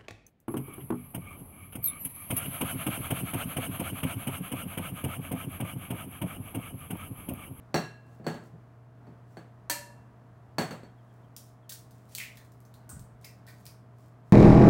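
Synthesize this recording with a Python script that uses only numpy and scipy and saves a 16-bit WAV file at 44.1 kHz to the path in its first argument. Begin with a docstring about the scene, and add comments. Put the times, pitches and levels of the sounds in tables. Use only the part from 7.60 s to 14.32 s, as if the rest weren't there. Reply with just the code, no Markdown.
"""In a kitchen, an appliance hums while a steel bowl is set down on a wooden table: the wood thuds
and the steel rings. An egg is tapped on the rim, then knocked harder. Fingers rub and squeak,
thumbs split the shell in runs of tiny snaps, and the wet egg pops and plops into the bowl.
The empty halves are crushed together. Hard walls add a short echo."""
import sys
import numpy as np
from scipy import signal
from scipy.fft import rfft, irfft, next_fast_len
from scipy.io import wavfile
from scipy.ndimage import uniform_filter1d

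SR = 44100
rng = np.random.default_rng(int(sys.argv[2]) if len(sys.argv) > 2 else 0)


def wav_record(signal):
    """Record a signal, one row per channel, as 16-bit PCM in the file named by sys.argv[1]."""
    frames = np.transpose(np.atleast_2d(signal))
    bounded = np.clip(frames, -1, 1)
    # unit amplitude maps onto the largest positive 16-bit level
    quanta = np.round(bounded * 32767).astype(np.int16)
    wavfile.write(sys.argv[1], SR, quanta)


N = 296484
AGE = np.arange(SR) / SR  # seconds since a sound began

# the bowl's tones: f/Hz, ring time/s, level hit on the base/dB, level hit on the rim/dB, change if held/dB
BOWL_TONES = [(581, .8, -30, -8, 0), (953, .7, -30, -4.5, 0), (1653, .85, -10, -25, -13),
              (1712, .7, -16, -10, -6), (1765, .5, -11, -1.5, -8), (1960, .2, -4, -12, -6),
              (2340, .24, -16, -6, 0), (2711, .72, -12, -15, -10), (2757, .45, -13, -11, 0),
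              (3973, .36, -9, -18, -16), (4021, .42, -12, -24, -14), (4193, .47, -9, -14, -9),
              (4270, .38, -15, -6, -5), (4422, .27, 1, -6, 0), (4480, .17, -3, -10, -2),
              (4648, .12, -18, 3, 0), (5609, .32, -5, -20, -17), (5920, .27, -11, -9, -5),
              (6380, .25, -14, -7, 0), (7830, .2, -17, -4, 0), (8446, .22, -15, -10, 0)]
# the bright sound of eggshell: f/Hz, level/dB
SHELL_SPECTRUM = [(150, -50), (600, -21), (1200, -18.5), (2500, -6.5), (4300, -0.5), (8000, 3.5),
                  (12000, 1), (16000, 4.5)]
# how long the kitchen echoes: f/Hz, fade time/s
ROOM_FADE = [(250, 0.16), (2000, 0.36), (7000, 0.34), (16000, 0.26)]


def undb(db):
    """Turn decibels into a factor to multiply by."""
    return 10 ** (np.asarray(db) / 20)


def along(points, hz):
    """Read between the rows of a (frequency, value) table, with octaves evenly spaced."""
    f, value = np.transpose(points)
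    return np.interp(np.log(hz + 1), np.log(f), value)


def colour(x, points, tilt_db=0):
    """Filter a sound by a (frequency, level) table, adding tilt_db per octave around 500 Hz."""
    size = 2 * next_fast_len(len(x))
    hz = np.arange(size // 2 + 1) * SR / size
    db = along(points, hz) + tilt_db * np.log2(np.maximum(hz, 100) / 500)
    # fold the filter in time so that nothing sounds before the hit
    cepstrum = irfft(np.log(undb(db)))
    cepstrum[1:size // 2] *= 2
    cepstrum[size // 2 + 1:] = 0
    return irfft(rfft(x, size) * np.exp(rfft(cepstrum)))[:len(x)]


def unit(x):
    """Scale to an energy of one."""
    return x / np.sqrt(np.sum(x ** 2))


def at_level(x, db):
    """Give a short sound the energy of 25 ms at this level."""
    return unit(x) * undb(db) * np.sqrt(.025 * SR)


def fade(t60):
    """A smooth fade that is 60 dB down after t60 seconds."""
    return np.exp(-np.log(1000) * AGE / max(t60, 1e-4))


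def damped(t60, db_per_s):
    """The shorter ring time left after an extra loss."""
    return 60 / (60 / t60 + db_per_s)


def wander(rate, size=N):
    """Smooth random drift, heading somewhere new `rate` times a second."""
    hold = int(SR / rate)
    steps = np.repeat(rng.standard_normal(size // hold + 1), hold)
    return uniform_filter1d(uniform_filter1d(steps, hold), hold)[:size]


def add(track, s, x):
    """Mix x into the track at s seconds."""
    i = int(s * SR)
    track[i:i + len(x)] += x[:N - i]


def ring(tones):
    """A struck thing rings in fading tones: rows of f/Hz, level/dB, ring time/s."""
    return sum(rng.choice([-1, 1]) * undb(db) * fade(t60) * np.sin(2 * np.pi * hz * AGE)
               for hz, db, t60 in tones)


def echoes(fade_times):
    """Many echoes blur into noise in which each octave fades at its own speed."""
    hz = np.arange(len(AGE) // 2 + 1) * SR / len(AGE)
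    octave = np.log2(np.clip(hz, 125, 16000) / 125)
    noise = rfft(rng.standard_normal(len(AGE)))
    bands = [irfft(noise * np.maximum(1 - abs(octave - k), 0)) for k in range(8)]
    return unit(sum(band * fade(along(fade_times, 125 * 2 ** k)) for k, band in enumerate(bands)))


def impact(fade_times, contact_s, direct_db):
    """A brief rough contact, followed by its echoes."""
    contact = unit(rng.standard_normal(len(AGE)) * fade(contact_s))
    return undb(direct_db) * contact + echoes(fade_times)


def kitchen(x, echo_db):
    """The sound itself, then wall echoes that build up over a few milliseconds."""
    walls = echoes(ROOM_FADE) * (1 - fade(0.005))
    return x + undb(echo_db) * signal.fftconvolve(x, unit(walls))[:len(x)]


def appliance(waver_db=-1.0, drift=.25, air_db=-58):
    """A motor hums at twice the mains frequency, with faint higher tones over moving air."""
    # the motor's tones: f/Hz, average level/dB
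    motor_tones = [(119.8, -54), (409, -77.5), (459, -73.5), (581, -77), (641, -71), (701, -73)]
    # the low rush of air: f/Hz, level/dB
    air_spectrum = [(25, -27.5), (50, -5.5), (85, 0), (160, 0.5), (250, -2), (450, -13.5), (700, -11.5),
                    (1100, -12.5), (1600, -18.5), (2500, -29.5), (4000, -37), (8000, -42), (16000, -46)]
    t = np.arange(N) / SR
    hum = np.zeros(N)
    for hz, db in motor_tones:
        peak = undb(db + waver_db * wander(3.2)) * np.sqrt(2)
        wobble = drift * hz / motor_tones[0][0] * wander(3)
        hum += peak * np.sin(2 * np.pi * hz * t + wobble)
    air = colour(rng.standard_normal(N), air_spectrum)
    return hum + air / air.std() * undb(air_db + 0.74 * wander(6.4))


def steel(tones, twin_db=-8, flutter_db=3.5, scatter_db=1.0):
    """The bowl is not quite round, so each tone throbs against a twin just above it."""
    out = 0
    for hz, db, t60 in tones:
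        twin_hz = hz + 11 * np.sqrt(hz / 1000) * rng.uniform(.5, 1.7)
        this_hit_db = scatter_db * rng.standard_normal()
        gain = undb(this_hit_db + flutter_db * wander(110, len(AGE)))  # echoes make it flutter
        out = out + gain * ring([(hz, db, t60), (twin_hz, db + twin_db, t60)])
    return out


def knock(db, tilt_db, wood_db, held):
    """One bump thuds through the table and rings the bowl; a steadying hand shortens the ring."""
    # the thud: f/Hz, level/dB
    thud_spectrum = [(25, -51.5), (60, -19.5), (150, 5), (350, 1), (720, -1.5), (1100, -8), (1700, -9.5),
                     (2500, -18), (3500, -22.5), (4400, -22.5), (5100, -30), (8000, -25), (10000, -33),
                     (16000, -31.5)]
    # how long the thud lasts: f/Hz, fade time/s
    thud_fade = [(150, 0.35), (600, 0.31), (2000, 0.38), (8000, 0.35), (16000, 0.24)]
    # the table's tones with the bowl on it: f/Hz, level/dB, ring time/s
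    wood_tones = [(160.8, 2, .33), (231.6, -3, 0.26), (344.5, -2, .26), (431, -6, 0.32), (582, -5, 0.16),
                  (707, -6.5, 0.25), (767, -7.5, 0.22), (1352, -16.5, 0.15), (1648, -9, 0.3)]
    thud = colour(impact(thud_fade, contact_s=0.011, direct_db=-8.5), thud_spectrum, tilt_db)
    bowl = steel([(hz, base_db + held * hand_db, damped(t60, db_per_s=held * 70))
                  for hz, t60, base_db, _, hand_db in BOWL_TONES])
    wood = ring([(hz, tone_db + tilt_db * np.log2(hz / wood_tones[0][0]), damped(t60, db_per_s=held * 25))
                 for hz, tone_db, t60 in wood_tones])
    wood *= 1 - fade(0.011)  # the heavy top takes a moment to get moving
    bowl_db = -10.5 + 4.5 * tilt_db - 3.5 * held  # harder, brighter bumps ring more; a held bowl less
    return at_level(thud, db) + at_level(wood, db + wood_db) + at_level(bowl, db + bowl_db)


def bowl_bumps(rebound_db=-11, rebound_tilt_db=-0.88, held_from_s=.4):
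    """The bowl is set down, knocked by the egg and touched by the falling egg; each bump lands flat, or rocks
    the bowl on its base in ever weaker and duller rebounds."""
    # bumps: t/s, thud level/dB, brightness/dB per octave, wood ring over thud/dB, rock time/s (0 if flat)
    bumps = [(.143, -25, 0.47, -2.5, 0), (.599, -45.5, -6, -8, 0), (.644, -51.5, -0.3, 3, 0),
             (0.6662, -31, 0, .5, .076), (.932, -48.5, -7.5, -8, 0), (1.468, -48, -4, -4, 0),
             (1.7701, -44.5, -0.76, -4, 0), (2.9836, -26, 0.92, -6, .1247), (3.021, -42.5, 1, -2, 0),
             (5.294, -65, 1.5, -2, 0)]
    out = np.zeros(N)
    for s, db, tilt_db, wood_db, rock_s in bumps:
        for k in range(3 if rock_s else 1):
            bump = knock(db + k * rebound_db, tilt_db + k * rebound_tilt_db, wood_db, held=s > held_from_s)
            add(out, s + k * rock_s, bump)
    return out


def fingers(grain_db=4, ticks_per_s=70):
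    """Skin slides over shell and steel with a faint grainy hiss, ticking where it catches."""
    # shifts of grip: middle t/s, half length/s, level/dB
    rubs = [(.525, .051, -70.5), (.858, .027, -67.5), (1.724, .054, -72), (3.52, 0.18, -80.5),
            (3.878, 0.046, -67.5), (4.4, .13, -72), (4.532, 0.027, -54.5), (5.632, 0.016, -62),
            (6.0, .08, -68), (6.436, 0.066, -69.5), (6.688, .04, -74)]
    t = np.arange(N) / SR
    pressure = sum(undb(db) * np.exp(-((t - s) / half) ** 2) for s, half, db in rubs)
    grainy_noise = rng.standard_normal(N) * undb(grain_db * rng.standard_normal(N))
    slide = colour(grainy_noise, SHELL_SPECTRUM, tilt_db=-4.5)
    catches = rng.random(N) < ticks_per_s / SR
    ticks = colour(catches * rng.standard_normal(N), SHELL_SPECTRUM)
    return kitchen(pressure * (slide / slide.std() + ticks / ticks.std()) / 2, echo_db=-2.5)


def rim_tap(shimmer_db=-7, shimmer_s=.27, shimmer_tones=45):
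    """The shell snaps on the thin rim, waking the bowl's main tones and a shimmer of high ones."""
    # the egg meets the rim: t/s, snap level/dB, bowl level/dB
    egg_tap = (2.0982, -28.5, -32)
    # the bright snap: f/Hz, level/dB
    snap_spectrum = [(60, -29), (200, -5), (300, 11), (430, -9.5), (620, 2.5), (1200, -3.5), (1900, 1),
                     (3400, -11.5), (4500, -3), (5400, -6), (8000, -1), (10500, -4), (16000, -0.5)]
    # how long the snap lasts: f/Hz, fade time/s
    snap_fade = [(300, 0.17), (1500, 0.38), (7000, 0.43), (16000, 0.18)]
    s, snap_db, bowl_db = egg_tap
    snap = colour(impact(snap_fade, contact_s=.018, direct_db=-6.0), snap_spectrum)
    shimmer = ring([(hz, 0, shimmer_s) for hz in rng.uniform(3000, 14000, shimmer_tones)])
    bowl = steel([(hz, rim_db, t60) for hz, t60, _, rim_db, _ in BOWL_TONES])
    out = np.zeros(N)
    add(out, s, at_level(snap, snap_db) + at_level(shimmer, snap_db + shimmer_db) + at_level(bowl, bowl_db))
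    return out


def squeaks(start_hz=3520, db=-79, length_s=0.045, fall=0.14, rough=0.044):
    """Gripping the egg makes faint, unsteady tones that slide downwards."""
    # squeak starts: t/s
    starts = [3.265, 3.372, 3.485, 3.625, 4.02]
    out = np.zeros(N)
    progress = np.minimum(AGE / length_s, 1)
    for s in starts:
        pitch = start_hz * (1 - fall * progress + rough * wander(900, len(AGE)))
        squeak = np.sin(np.pi * progress) * np.sin(2 * np.pi * np.cumsum(pitch) / SR)
        add(out, s, kitchen(at_level(squeak, db), echo_db=-10))
    return out


def fracture(run_s, steps_per_s=1300, scatter_db=5, first_db=3):
    """A crack starts with one snap and runs on in ever smaller random steps."""
    steps = (rng.random(len(AGE)) < steps_per_s / SR) * rng.choice([-1, 1], len(AGE))
    sizes = undb(scatter_db * np.clip(rng.standard_normal(len(AGE)), -2, 1))
    clicks = steps * sizes * np.exp(-AGE / max(run_s, 1e-4))
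    clicks[0] = undb(first_db)
    return clicks


def pops(hz, run_s, per_s, octaves, cycles, scatter_db=4, count=70):
    """One pop and a dying run of others, each ringing for some cycles at its own pitch."""
    out = np.zeros(len(AGE))
    age = AGE[:SR // 40]
    gaps = rng.exponential(1 / per_s, count)
    chance = np.clip(rng.standard_normal((count, 2)), -2, 1.5)
    gaps[0], chance[0] = 0, (0, 1)  # the first pop comes at once, on pitch and strong
    for s, (detune, size) in zip(np.minimum(np.cumsum(gaps), .5), chance):
        f = hz * 2 ** (octaves * detune)
        pop = np.sin(2 * np.pi * f * age) * np.exp(-np.log(1000) * f * age / cycles)
        add(out, s, pop * undb(scatter_db * size) * np.exp(-s / max(run_s, 1e-4)))
    return out


def crack(db, run_s, hz, ring_db, shiver_s=0.012, shiver_db=-6):
    """The thin shell clicks and shivers as it breaks, and the freed piece rings."""
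    steps = kitchen(fracture(run_s), echo_db=1.5)
    shiver = impact(ROOM_FADE, shiver_s + 4 * run_s, direct_db=-3.5)
    click = colour(unit(steps) + undb(shiver_db) * unit(shiver), SHELL_SPECTRUM)
    pings = pops(hz, run_s, per_s=600, octaves=0.17, cycles=17)
    piece = colour(kitchen(pings, echo_db=1), SHELL_SPECTRUM)
    return at_level(unit(click) + undb(ring_db) * unit(piece), db)


def shell_cracks(open_s=4.57, closed_ring_db=-10, open_ring_db=-4.5, pry_s=(4.37, 4.92), ticks=5):
    """The shell cracks, and ticks faintly as the thumbs pry; pieces ring more once the egg is open."""
    # breaks in the shell: t/s, level/dB, time the crack runs/s, pitch of the piece/Hz
    breaks = [(3.7651, -45, 0.0018, 5560), (4.094, -41, 0.013, 4440), (4.122, -43, .0068, 4800),
              (4.309, -62.5, 0.0045, 5000), (4.5506, -36.5, .0008, 4400), (4.579, -46, .001, 3020),
              (4.584, -38, .0006, 2380), (4.772, -54.5, 0.00088, 4080), (5.004, -67, .001, 12100),
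              (5.0518, -65.5, .002, 6100), (5.141, -60, .0001, 4070), (5.293, -51, 0.0076, 13500),
              (5.395, -56.5, .002, 8400), (5.646, -47.5, 0.007, 5140), (5.867, -57.5, 0.025, 4430),
              (5.883, -56, 0.015, 3880), (6.055, -54, 0.0025, 14000), (6.0656, -49.5, .001, 5030)]
    out = np.zeros(N)
    for s, db, run_s, hz in breaks:
        add(out, s, crack(db, run_s, hz, closed_ring_db if s < open_s else open_ring_db))
    for s in rng.uniform(*pry_s, ticks):
        add(out, s, crack(db=-67, run_s=.003, hz=5200, ring_db=closed_ring_db))
    return out


def squelches():
    """Films of wet egg white burst on shell and steel in quick runs of tiny pops."""
    # bursting films: t/s, level/dB, middle f/Hz
    films = [(4.105, -63, 1850), (4.776, -63.5, 1790), (5.294, -60, 1488), (5.643, -59.5, 2130),
             (5.877, -58.5, 1890), (6.055, -67.5, 2450)]
    out = np.zeros(N)
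    for s, db, hz in films:
        squelch = pops(hz, run_s=0.018, per_s=450, octaves=0.24, cycles=57)
        add(out, s, kitchen(at_level(squelch, db), echo_db=2.5))
    return out


def tear(start_s=4.597, db=-43.5, hz=2270, step_s=.0085, fade_db_per_s=134, jitter=.2, octaves=0.15):
    """The halves part in a quick, fading run of eight snaps that ring the hollow of the shell."""
    out = np.zeros(N)
    for k, (late, detune) in enumerate(rng.standard_normal((8, 2))):
        age = step_s * (k + jitter * late)
        pitch = hz * 2 ** (octaves * detune)
        add(out, start_s + age, crack(db - fade_db_per_s * age, run_s=0.0024, hz=pitch, ring_db=11))
    return out


def fizz(start_s=5.297, db=-46.5):
    """The white peels out of the shell in a spray of tiny high pops."""
    out = np.zeros(N)
    spray = kitchen(pops(hz=8600, run_s=0.025, per_s=840, octaves=0.09, cycles=32), echo_db=3)
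    add(out, start_s, at_level(colour(spray, SHELL_SPECTRUM), db))
    return out


def plops(fade_s=0.21):
    """White and yolk land in the bowl with dull, soft bumps."""
    # lumps of egg landing: t/s, level/dB
    lumps = [(5.327, -44), (5.363, -43), (5.408, -51), (5.531, -54.5)]
    # the deep sound of one lump: f/Hz, level/dB
    lump_spectrum = [(20, -6), (45, 5), (110, 8), (170, 4.5), (300, -12.5), (900, -38), (4000, -46)]
    out = np.zeros(N)
    for s, db in lumps:
        plop = colour(rng.standard_normal(len(AGE)) * fade(fade_s), lump_spectrum)
        add(out, s, at_level(plop, db))
    return out


def scene():
    """All the sounds, heard from one spot by the table."""
    hard_sounds = bowl_bumps() + rim_tap() + shell_cracks() + tear()
    soft_sounds = fizz() + squelches() + squeaks() + fingers() + plops()
    return (hard_sounds + soft_sounds + appliance())[None]


def record(dry, rumble_hz=33, top_hz=15950):
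    """Filters cut the deepest rumble and the highest treble."""
    dry = signal.sosfilt(signal.butter(4, rumble_hz, "highpass", fs=SR, output="sos"), dry)
    return signal.sosfilt(signal.ellip(10, .2, 80, top_hz, fs=SR, output="sos"), dry)


dry = scene()
out = record(dry)
wav_record(out)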